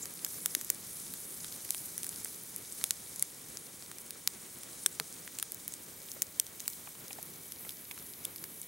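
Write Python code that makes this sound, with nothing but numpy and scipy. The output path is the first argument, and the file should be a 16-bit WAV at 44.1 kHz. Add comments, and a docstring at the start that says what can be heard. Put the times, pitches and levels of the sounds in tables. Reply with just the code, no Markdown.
"""Damp campfire in snow

A campfire of damp branches burns a step away in a still, snowy wood, without echoes.
Steam pockets burst the wood: spikes ring its modes as dry pops and ticks; settling sticks knock.
Boiling sap hisses: noise shaped by a wandering jet, wide cracks and fine pores; squirts and flame puffs swell.
Below lie a low rush of air (coloured noise) and a hand-held camera: whir (resonant noise) and whine (sine)."""
import sys
import numpy as np
from scipy import signal
from scipy.fft import rfft, irfft, next_fast_len
from scipy.io import wavfile

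SR = 44100
rng = np.random.default_rng(int(sys.argv[2]) if len(sys.argv) > 2 else 0)


def generate_wav(sig):
    """Save sig (samples, or channels by samples) to the path in sys.argv[1] as 16-bit PCM at SR."""
    pcm = np.round(np.clip(np.atleast_2d(sig).T, -1, 1) * 32767).astype(np.int16)
    wavfile.write(sys.argv[1], SR, pcm)


N = 382347
TIME = np.arange(N) / SR
LEFT_RIGHT = np.array([[1], [-1]])

# wood bursts: start_s, mode_width_at_ref_hz, then per mode: mode_hz, level_db (over 1 ms, before pan and low cut)
WOOD_BURSTS = [(0.0566, 3900, 1080, -45.5, 5090, -36.0, 10470, -34.5),
               (0.2477, 1500, 1700, -49, 6000, -32, 7600, -28, 11300, -24),
               (0.2644, 3600, 1620, -40.5, 6510, -38.5),
               (0.4596, 1300, 1910, -32, 3650, -31, 5190, -33.0, 7400, -26, 9800, -19, 13800, -28.5),
               (0.5505, 1300, 2040, -32.0, 4060, -32.5, 5110, -29.0, 6760, -24.5, 9580, -21.0, 12170, -26.5),
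               (0.6129, 3600, 1690, -40.0, 7280, -31.5, 13390, -33.0),
               (0.6473, 1000, 7080, -38.5, 9660, -38.5, 11830, -34.5),
               (0.7017, 2100, 810, -47.5, 2220, -34, 8400, -17, 14810, -17), (0.7469, 1800, 10200, -34),
               (1.1385, 2700, 1630, -46.5, 4100, -43.5, 15370, -30.0), (1.406, 1300, 6600, -38),
               (1.4453, 2600, 1540, -43.0, 3930, -37.5, 8940, -36.0),
               (1.5245, 2800, 5660, -38.0, 10720, -38.5), (1.6499, 3700, 2420, -47.5, 11630, -33.0),
               (1.6921, 2500, 2000, -45, 4800, -41),
               (1.7065, 1200, 830, -46.5, 2290, -45.0, 4080, -33.0, 7830, -26.0, 10180, -22.5, 11900, -27.5),
               (1.7469, 3800, 810, -43.0, 3110, -35.0, 9270, -30.5),
               (1.9795, 900, 1870, -45.5, 3790, -48.0, 6160, -37.5, 8930, -38.0, 10720, -26.5, 12640, -38.0),
               (2.0323, 1300, 3850, -41.0, 6230, -44.0, 9360, -28.0, 15320, -37.5),
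               (2.0444, 3100, 1590, -43.0, 4800, -44.5, 9960, -29.0),
               (2.0668, 1400, 1970, -47.5, 9720, -30.5, 15130, -32.5),
               (2.0921, 900, 7820, -34.0, 9710, -28.0), (2.16, 1800, 5300, -38.0, 9250, -35.0),
               (2.2468, 800, 2030, -48.0, 6080, -44.5, 8680, -27.0, 14130, -31.5),
               (2.2577, 4000, 1100, -39.5), (2.5623, 1100, 9220, -33.5, 11050, -29.0),
               (2.7237, 600, 8390, -31.5), (2.8133, 2500, 1690, -40.5, 4070, -43.0, 7180, -42.0),
               (2.8403, 1500, 1230, -48.0, 2300, -33, 3630, -28.0, 6700, -24.5, 9600, -20.5, 14300, -22.5),
               (2.908, 2200, 2020, -37.0, 4200, -26, 6600, -23, 8900, -22), (3.1607, 2700, 9160, -32.5),
               (3.1956, 2000, 6760, -34.5, 10100, -28.5),
               (3.2252, 600, 2150, -37, 7880, -27, 9700, -18, 10800, -21),
               (3.5718, 3300, 1940, -47.5, 6110, -30.5), (3.8244, 4000, 1020, -47.0, 4680, -41.0),
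               (3.9153, 3900, 1390, -41.5, 3310, -43.0, 8410, -36.5),
               (3.9848, 2100, 2330, -48.0, 5690, -44.0, 8730, -37.5),
               (4.1074, 4900, 3800, -37.0, 10530, -31.0),
               (4.2752, 1300, 2040, -28.5, 4210, -29.0, 5290, -21.0, 7280, -26.5, 9490, -20.0, 13000, -22.0),
               (4.6338, 5400, 2160, -47.5, 8380, -35.5),
               (4.8619, 800, 1750, -30, 3650, -23, 5770, -22.5, 8100, -15.5, 9300, -21),
               (4.9992, 2000, 900, -39, 1500, -35, 2140, -29, 4400, -24.5, 8000, -34, 12450, -35),
               (5.1267, 1900, 7800, -36.0), (5.277, 2100, 1790, -38.0, 3400, -43.0, 7410, -41.0),
               (5.3874, 1300, 1530, -48.0, 3020, -43.0, 4690, -39.0, 8010, -28.5, 9810, -38.5, 13600, -35.0),
               (5.3988, 3700, 980, -47.5, 3870, -42.5, 7650, -30.0),
               (5.4272, 1600, 1500, -33, 3270, -33.5, 5100, -37.5, 6870, -39, 9760, -23),
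               (5.5206, 1200, 5520, -45.5, 9990, -33.0, 12120, -31.0),
               (5.5457, 1300, 8990, -39.5, 12580, -37.5, 15370, -34.5),
               (5.6796, 5400, 2270, -41.0, 11960, -26.0), (5.7231, 800, 6720, -35.5),
               (5.7387, 2000, 4190, -44.0, 8290, -30.5, 15370, -40.0), (6.0865, 1300, 3640, -41.5),
               (6.117, 1000, 6750, -35.5, 8680, -38.5, 10410, -38.5),
               (6.2208, 1600, 2270, -36.5, 6700, -18.5, 13870, -20.0), (6.2272, 900, 9500, -28),
               (6.3987, 600, 3400, -29.5, 6530, -21.5, 8500, -20.5, 9000, -20.0, 11840, -23.0),
               (6.4666, 1100, 4030, -46.0, 6340, -40.5, 9330, -38.5), (6.5982, 2200, 6200, -37),
               (6.6034, 1200, 4010, -41, 6500, -33, 9870, -35), (6.6585, 2500, 2600, -44),
               (6.6795, 2200, 1100, -48.0, 2320, -40.5, 4830, -33, 7800, -23.5, 13290, -24.5),
               (6.7011, 1100, 7420, -36.5, 13590, -39.0), (6.7333, 2500, 4700, -41),
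               (7.0819, 1200, 6250, -40.0, 9990, -41.5, 13200, -40.5),
               (7.1305, 1500, 3890, -45.5, 6070, -40.0, 9210, -34.5),
               (7.2285, 5400, 8430, -41.5, 12880, -32.5),
               (7.5214, 1800, 2640, -41.5, 4990, -38.5, 11090, -32.0),
               (7.6929, 1300, 3450, -35.5, 5200, -38, 10400, -32),
               (7.7068, 5400, 4030, -40.5, 12050, -39.0), (7.9125, 2500, 4000, -41, 9500, -38),
               (7.9775, 4000, 1300, -41), (8.1368, 4900, 4710, -40.5),
               (8.2492, 3500, 4000, -42, 11000, -34),
               (8.2521, 600, 3400, -33, 5500, -38.0, 7180, -38.0, 9300, -26.5, 10650, -30.5, 13270, -31.5),
               (8.3609, 2300, 2230, -47.5, 4870, -42.0, 11580, -33.5), (8.3828, 3500, 4500, -41),
               (8.4408, 3600, 1610, -42.5, 5030, -37.0, 11550, -32.0), (8.6161, 600, 9500, -30.5)]
WIDTH_REF_HZ = 8000
# settling sticks: start_s, level_db (over 1 ms), pitch_hz, overtone_db (re level_db)
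STICK_KNOCKS = [(0.382, -45, 440, -3), (0.566, -37, 235, -27), (0.7022, -45, 450, -6),
                (3.552, -45.5, 509, -9), (4.157, -48, 476, -7), (4.862, -45, 380, -10),
                (5.009, -43, 450, -3), (6.165, -43.5, 466, -9), (6.873, -40.5, 900, -6),
                (6.951, -50.5, 1000, 0), (7.107, -43.5, 900, 4), (7.161, -52, 600, 3),
                (7.1847, -38, 700, -11), (7.648, -46, 820, 2), (7.666, -43.5, 500, -9),
                (7.9111, -46, 950, 11)]
# modes of a heavy branch: mode_hz, start_db (of the decay, before build-up), t60_s
BRANCH_MODES = [(155, -41, 0.13), (255, -41, 0.055), (352, -41, 0.06), (445, -40, 0.065)]
# main steam jet, steady flow: time_s, level_db (before trim)
JET_FLOW = [(0.0, -48.5), (0.26, -50), (0.43, -46.5), (0.72, -52), (1.18, -47), (1.54, -49), (1.83, -48),
            (3.21, -52.5), (3.31, -52.5), (3.79, -54), (4.92, -53), (6.47, -57), (6.62, -55.5),
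            (8.67, -51.5)]
# slit of the main jet: time_s, pitch_hz
SLIT_PITCH = [(0, 10160), (3.3, 10100), (4.2, 9400), (6.7, 9600), (7.6, 11200), (8.67, 11300)]
# steam from wide cracks, steady flow: time_s, level_db (before trim)
WIDE_CRACK_FLOW = [(0.0, -55), (2.05, -53.5), (2.58, -55.5), (2.9, -54.5), (3.94, -58.5), (5.05, -56),
                   (6.47, -59), (6.62, -57), (8.67, -61)]
# steam from fine pores, steady flow: time_s, level_db
FINE_PORE_FLOW = [(0.0, -58), (0.34, -55), (1.93, -54.5), (3.09, -59), (3.45, -60), (4.2, -60),
                  (4.59, -58.5), (7.03, -55.5), (8.67, -56)]
# steam colour, wide cracks: freq_hz, density_db (per Hz, relative)
CRACK_SPECTRUM = [(1500, -8.5), (2750, -14), (3700, -7.5), (5000, -4.2), (6300, -0.7), (7800, -1.1),
                  (9500, -1.5), (13000, -27), (16000, -30)]
# steam colour, fine pores: freq_hz, density_db (per Hz, relative)
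PORE_SPECTRUM = [(6000, -22), (9500, -6.5), (12000, 1), (13300, 4), (15500, 2.5), (16200, -27),
                 (17000, -40)]
# sap pockets boiling off: peak_s, jet_rise_db, pore_rise_db
SAP_SPURTS = [(0.32, 3.5, 5), (0.57, 3, 1.5), (0.97, 4.5, 2), (1.31, 1, 2), (1.78, 2, 4.5), (2.31, 2.5, 2),
              (2.82, 5, 2), (3.12, 4.5, 2), (4.55, 2, 2), (4.8, 4.5, 1), (6.11, 3, 5), (6.71, 4, 6),
              (7.67, 4, 5), (8.04, 3, -2)]
SPURT_SIGMA_S = 0.054
CRACK_SHARE = 0.38  # share of the jet's rise in dB that reaches the wide cracks
# sap blisters: peak_s, level_db, pitch_hz, sigma_s
SAP_BLISTERS = [(0.03, -40, 7200, 0.008), (4.836, -44, 9200, 0.004), (4.9285, -43, 8200, 0.0015)]
# flame flares: peak_s, level_db, pitch_hz, sigma_s
FLAME_PUFFS = [(0.43, -59, 210, 0.03), (0.89, -61, 80, 0.025), (1.11, -55.5, 175, 0.045),
               (8.42, -61, 330, 0.07)]
# rush of air and flame: freq_hz, density_db (per Hz, relative)
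RUSH_SPECTRUM = [(20, -49), (45, -16.5), (90, -4), (170, 0), (280, -3), (430, -3.5), (530, -6.3),
                 (680, -9.2), (1000, -9.5), (1700, -12.5), (2300, -12.5), (2600, -16), (4300, -16.5),
                 (9000, -54)]
# left-right correlation of the diffuse noise: freq_hz, correlation (-1..1)
STEREO_CORRELATION = [(80, .97), (190, .985), (330, .89), (500, .45), (750, -.15), (1300, .05), (2300, .35),
                      (3500, .82), (4500, .65), (6000, .93), (7800, .965), (8600, 1)]
# resonances of the camera case: mode_hz, width_hz, level_db
CASE_MODES = [(2267, 80, -70.7), (1930, 75, -74.3), (3090, 160, -74), (3650, 310, -71.3)]
WHINE_HZ, WHINE_DB = 15734, -62  # mean level; it wavers slightly
CUTOFF_HZ = 16000


def pops(pan_db=0.45, low_cut_ratio=0.55):
    """Each burst rings the modes of the splitting piece; high modes die sooner, little radiates below the lowest."""
    out = np.zeros((2, N))
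    for start_s, ref_width_hz, *modes in WOOD_BURSTS:
        push = burst()
        modes = np.reshape(modes, (-1, 2))
        ring = 0
        for mode_hz, level_db in modes:
            width_hz = ref_width_hz * np.sqrt(mode_hz / WIDTH_REF_HZ)
            ring = ring + radiate(push, mode_hz, width_hz, level_db)
        add(out, start_s, cut(ring, low_cut_ratio * modes[0, 0], "high"))
    return out * from_db(pan_db * LEFT_RIGHT)  # left up, right down


def ticks(count=260, top_db=-36.5, range_db=9.0, dull_db=5.5, follow_ratio=0.6,
          low_hz=3500, high_hz=14000, width_hz=2300, low_cut_ratio=0.49):
    """Tiny bursts in bark and needles come at random, louder where sap boils hard; dull ones are softer."""
    out = np.zeros((2, N))
    mean_flow_db = at_time(JET_FLOW, TIME).mean()
    for when, smallness, brightness in rng.random((count, 3)):
        start_s = when * N / SR
        pitch_hz = low_hz + brightness * (high_hz - low_hz)
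        boil_db = follow_ratio * (at_time(JET_FLOW, start_s) - mean_flow_db)
        level_db = top_db + boil_db - range_db * np.sqrt(smallness) - dull_db * (1 - brightness)
        ring = radiate(burst(), pitch_hz, width_hz, level_db)
        add(out, start_s, cut(ring, low_cut_ratio * pitch_hz, "high"))
    return out


def burst(near_gain=0.17, near_t60_s=0.0021, pile_gain=0.07, pile_t60_s=0.011,
          wide_gain=0.05, wide_cutoff_hz=8000, size=1024):
    """One pressure spike, scattered at once by the nearest twigs, then more faintly by the whole pile."""
    near, far, side = rng.standard_normal((3, size))
    near_decay = decay(size, near_t60_s)
    pile_decay = decay(size, pile_t60_s)
    mid = near_gain * near * near_decay + pile_gain * far * pile_decay
    mid[0] = rng.choice([-1, 1])
    # scatter arrives from all sides, so left and right differ
    return mid + LEFT_RIGHT * cut(wide_gain * side * pile_decay, wide_cutoff_hz, "low", order=6)


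def radiate(push, mode_hz, width_hz, level_db):
    """A piece of wood rings for a few cycles; its whole energy, packed into 1 ms, has the given rms level."""
    ring = resonate(push, mode_hz, width_hz)
    energy = np.sum(ring.mean(axis=0) ** 2)
    return from_db(level_db) * ring * np.sqrt(SR / 1000 / energy)


def knocks(damping_ratio=0.28, overtone_ratio=2.6, high_cut_ratio=3.2, low_cut_ratio=0.6,
           rub_gain=0.35, rub_t60_s=0.026, wide_gain=0.7, wide_cut_hz=500, size=4096):
    """A stick slips, rubs and rings two well-damped bending modes; thick ones ring longer, bark softens contact."""
    out = np.zeros((2, N))
    for start_s, level_db, pitch_hz, overtone_db in STICK_KNOCKS:
        push, side = rub_gain * rng.standard_normal((2, size)) * decay(size, rub_t60_s)
        push[0] = 1  # the slip
        push = push + LEFT_RIGHT * wide_gain * cut(side, wide_cut_hz, "high")
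        push = cut(push, high_cut_ratio * pitch_hz, "low")
        push = cut(push, low_cut_ratio * pitch_hz, "high")
        modes = ((pitch_hz, level_db), (overtone_ratio * pitch_hz, level_db + overtone_db))
        for mode_hz, mode_db in modes:
            add(out, start_s, radiate(push, mode_hz, damping_ratio * mode_hz, mode_db))
    return out


def thud(start_s=4.9992, build_up_cycles=1.2, size=8192):
    """The deepest crack sets a heavy branch ringing; its low modes build up last."""
    out = np.zeros((2, N))
    t = TIME[:size]
    for mode_hz, start_db, t60_s in BRANCH_MODES:
        build_up = 1 - np.exp(-mode_hz * t / build_up_cycles)
        swing = from_db(start_db) * decay(size, t60_s) * build_up
        add(out, start_s, swing * np.sin(2 * np.pi * mode_hz * t) * np.ones((2, 1)))
    return out


def steam(jet_trim_db=-0.7, crack_trim_db=2.3, jet_width_hz=4500,
          sputter_db=1.0, sputter_rate_hz=120, flutter_db=1.35, flutter_rate_hz=18):
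    """Boiling sap leaves by a jet, wide cracks and fine pores; all swell in spurts and sputter as droplets pass."""
    jet_rise_db, pore_rise_db = spurts()
    jet_db = at_time(JET_FLOW, TIME) + jet_rise_db + jet_trim_db
    crack_db = at_time(WIDE_CRACK_FLOW, TIME) + CRACK_SHARE * jet_rise_db + crack_trim_db
    pore_db = at_time(FINE_PORE_FLOW, TIME) + pore_rise_db
    vents = [(jet(at_time(SLIT_PITCH, TIME), jet_width_hz), jet_db),
             (noise(CRACK_SPECTRUM), crack_db),
             (noise(PORE_SPECTRUM), pore_db)]
    # each vent flutters on its own; the sputter is common
    hiss = sum(sound * from_db(level_db + flutter_db * drift(flutter_rate_hz)) for sound, level_db in vents)
    return hiss * from_db(sputter_db * drift(sputter_rate_hz))


def jet(pitch_hz, width_hz, size=256):
    """Turbulence rings a slit of wandering pitch; the resonance acts twice, so its skirts are steep."""
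    out = rng.standard_normal(N)
    state = np.zeros((2, 2))
    r = np.exp(-np.pi * width_hz / SR)
    for i in range(0, N, size):
        slit = [1, 0, -1, 1, -2 * r * np.cos(2 * np.pi * pitch_hz[i] / SR), r * r]
        out[i:i + size], state = signal.sosfilt([slit, slit], out[i:i + size], zi=state)
    return rms_one(out)


def spurts():
    """Sap pockets boil off in smooth swells; returns the rise in dB of the jet and of the pores."""
    peak_s, *rises_db = np.transpose(SAP_SPURTS)
    swells = np.exp(-0.5 * ((TIME - peak_s[:, None]) / SPURT_SIGMA_S) ** 2)
    return np.array(rises_db) @ swells


def squirts():
    """A tiny blister of sap empties with a brief, pitched fizz."""
    return exhale(SAP_BLISTERS, width_hz=1500)


def puffs():
    """Wood gas catches and the flame swells with a low flutter."""
    return exhale(FLAME_PUFFS, width_hz=170)


def exhale(rows, width_hz):
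    """Escaping gas: noise through a doubled resonance under a bell-shaped swell."""
    out = np.zeros(N)
    for peak_s, level_db, pitch_hz, sigma_s in rows:
        flow = resonate(rng.standard_normal(N), pitch_hz, width_hz)
        flow = resonate(flow, pitch_hz, width_hz)
        swell = np.exp(-0.5 * ((TIME - peak_s) / sigma_s) ** 2)
        out += rms_one(flow) * from_db(level_db) * swell
    return out


def rush(mean_db=-56.3, waver_db=1.5, waver_rate_hz=9):
    """Soft, steady turbulence of air and flame that wavers slightly."""
    return noise(RUSH_SPECTRUM) * from_db(mean_db + waver_db * drift(waver_rate_hz))


def camera(waver_db=0.5, waver_rate_hz=8):
    """The motor whirs in narrow resonances of the case; the electronics give a thin whine."""
    whir = np.zeros(N)
    for mode_hz, width_hz, level_db in CASE_MODES:
        whir += from_db(level_db) * rms_one(resonate(rng.standard_normal(N), mode_hz, width_hz))
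    whine_gain = from_db(WHINE_DB + waver_db * drift(waver_rate_hz))
    return whir + whine_gain * np.sin(2 * np.pi * WHINE_HZ * TIME)


def noise(spectrum):
    """Stereo turbulence of a given colour, rms 1; mid and side are weighted to the left-right correlation."""
    size = next_fast_len(N)
    hz = np.fft.rfftfreq(size, 1 / SR)
    mid, side = rfft(rng.standard_normal((2, size)))
    correlation = np.clip(at_hz(STEREO_CORRELATION, hz), -1, 1)
    stereo = np.sqrt(1 + correlation) * mid + np.sqrt(1 - correlation) * side * LEFT_RIGHT
    coloured = stereo * from_db(at_hz(spectrum, hz))
    return rms_one(irfft(coloured, size)[:, :N])


def drift(rate_hz, step=40):
    """Slow random curve, rms 1: noise through two equal poles at rate_hz, drawn every `step` samples."""
    r = np.exp(-2 * np.pi * rate_hz * step / SR)
    draws = rng.standard_normal(N // step + 2002)
    slow = signal.lfilter([1], [1, -2 * r, r * r], draws)[2000:]  # drop the settling time
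    return np.interp(np.arange(N) / step, np.arange(len(slow)), rms_one(slow))


def resonate(x, hz, width_hz):
    """Two-pole resonance with peak gain 1."""
    r = np.exp(-np.pi * width_hz / SR)
    zeros = np.array([1, 0, -1]) * (1 - r * r) / 2
    poles = [1, -2 * r * np.cos(2 * np.pi * hz / SR), r * r]
    return signal.lfilter(zeros, poles, x + 1e-18)  # offset avoids denormals


def cut(x, hz, kind, order=2):
    """Butterworth low- or high-pass."""
    return signal.sosfilt(signal.butter(order, min(hz, SR / 2 - 1), kind, fs=SR, output="sos"), x)


def decay(size, t60_s):
    """Exponential decay from 1, down 60 dB at t60_s."""
    return from_db(-60 * TIME[:size] / t60_s)


def at_time(curve, s):
    """Read a control curve at time s."""
    return np.interp(s, *np.transpose(curve))


def at_hz(points, hz):
    """Read a spectrum on a log-frequency axis."""
    known_hz, values = np.transpose(points)
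    return np.interp(np.log(np.maximum(hz, 1)), np.log(known_hz), values)


def from_db(db):
    """Decibels to gain."""
    return 10 ** (np.asarray(db) / 20)


def rms_one(x):
    """Scale to rms 1."""
    return x / np.sqrt(np.mean(x ** 2) + 1e-20)


def add(out, start_s, sound):
    """Mix a short stereo sound in at start_s."""
    start = int(np.clip(round(start_s * SR), 0, N - 1))
    out[:, start:start + sound.shape[1]] += sound[:, :N - start]


def scene():
    """Snow swallows all echoes, so every source arrives dry."""
    fire = pops() + ticks() + knocks() + thud() + steam() + squirts() + puffs()
    return fire + rush() + camera()


def record(dry):
    """Steep elliptic low-pass: 0.1 dB ripple, 80 dB stopband."""
    return signal.sosfilt(signal.ellip(10, 0.1, 80, CUTOFF_HZ, fs=SR, output="sos"), dry)


dry = scene()
out = record(dry)
generate_wav(out)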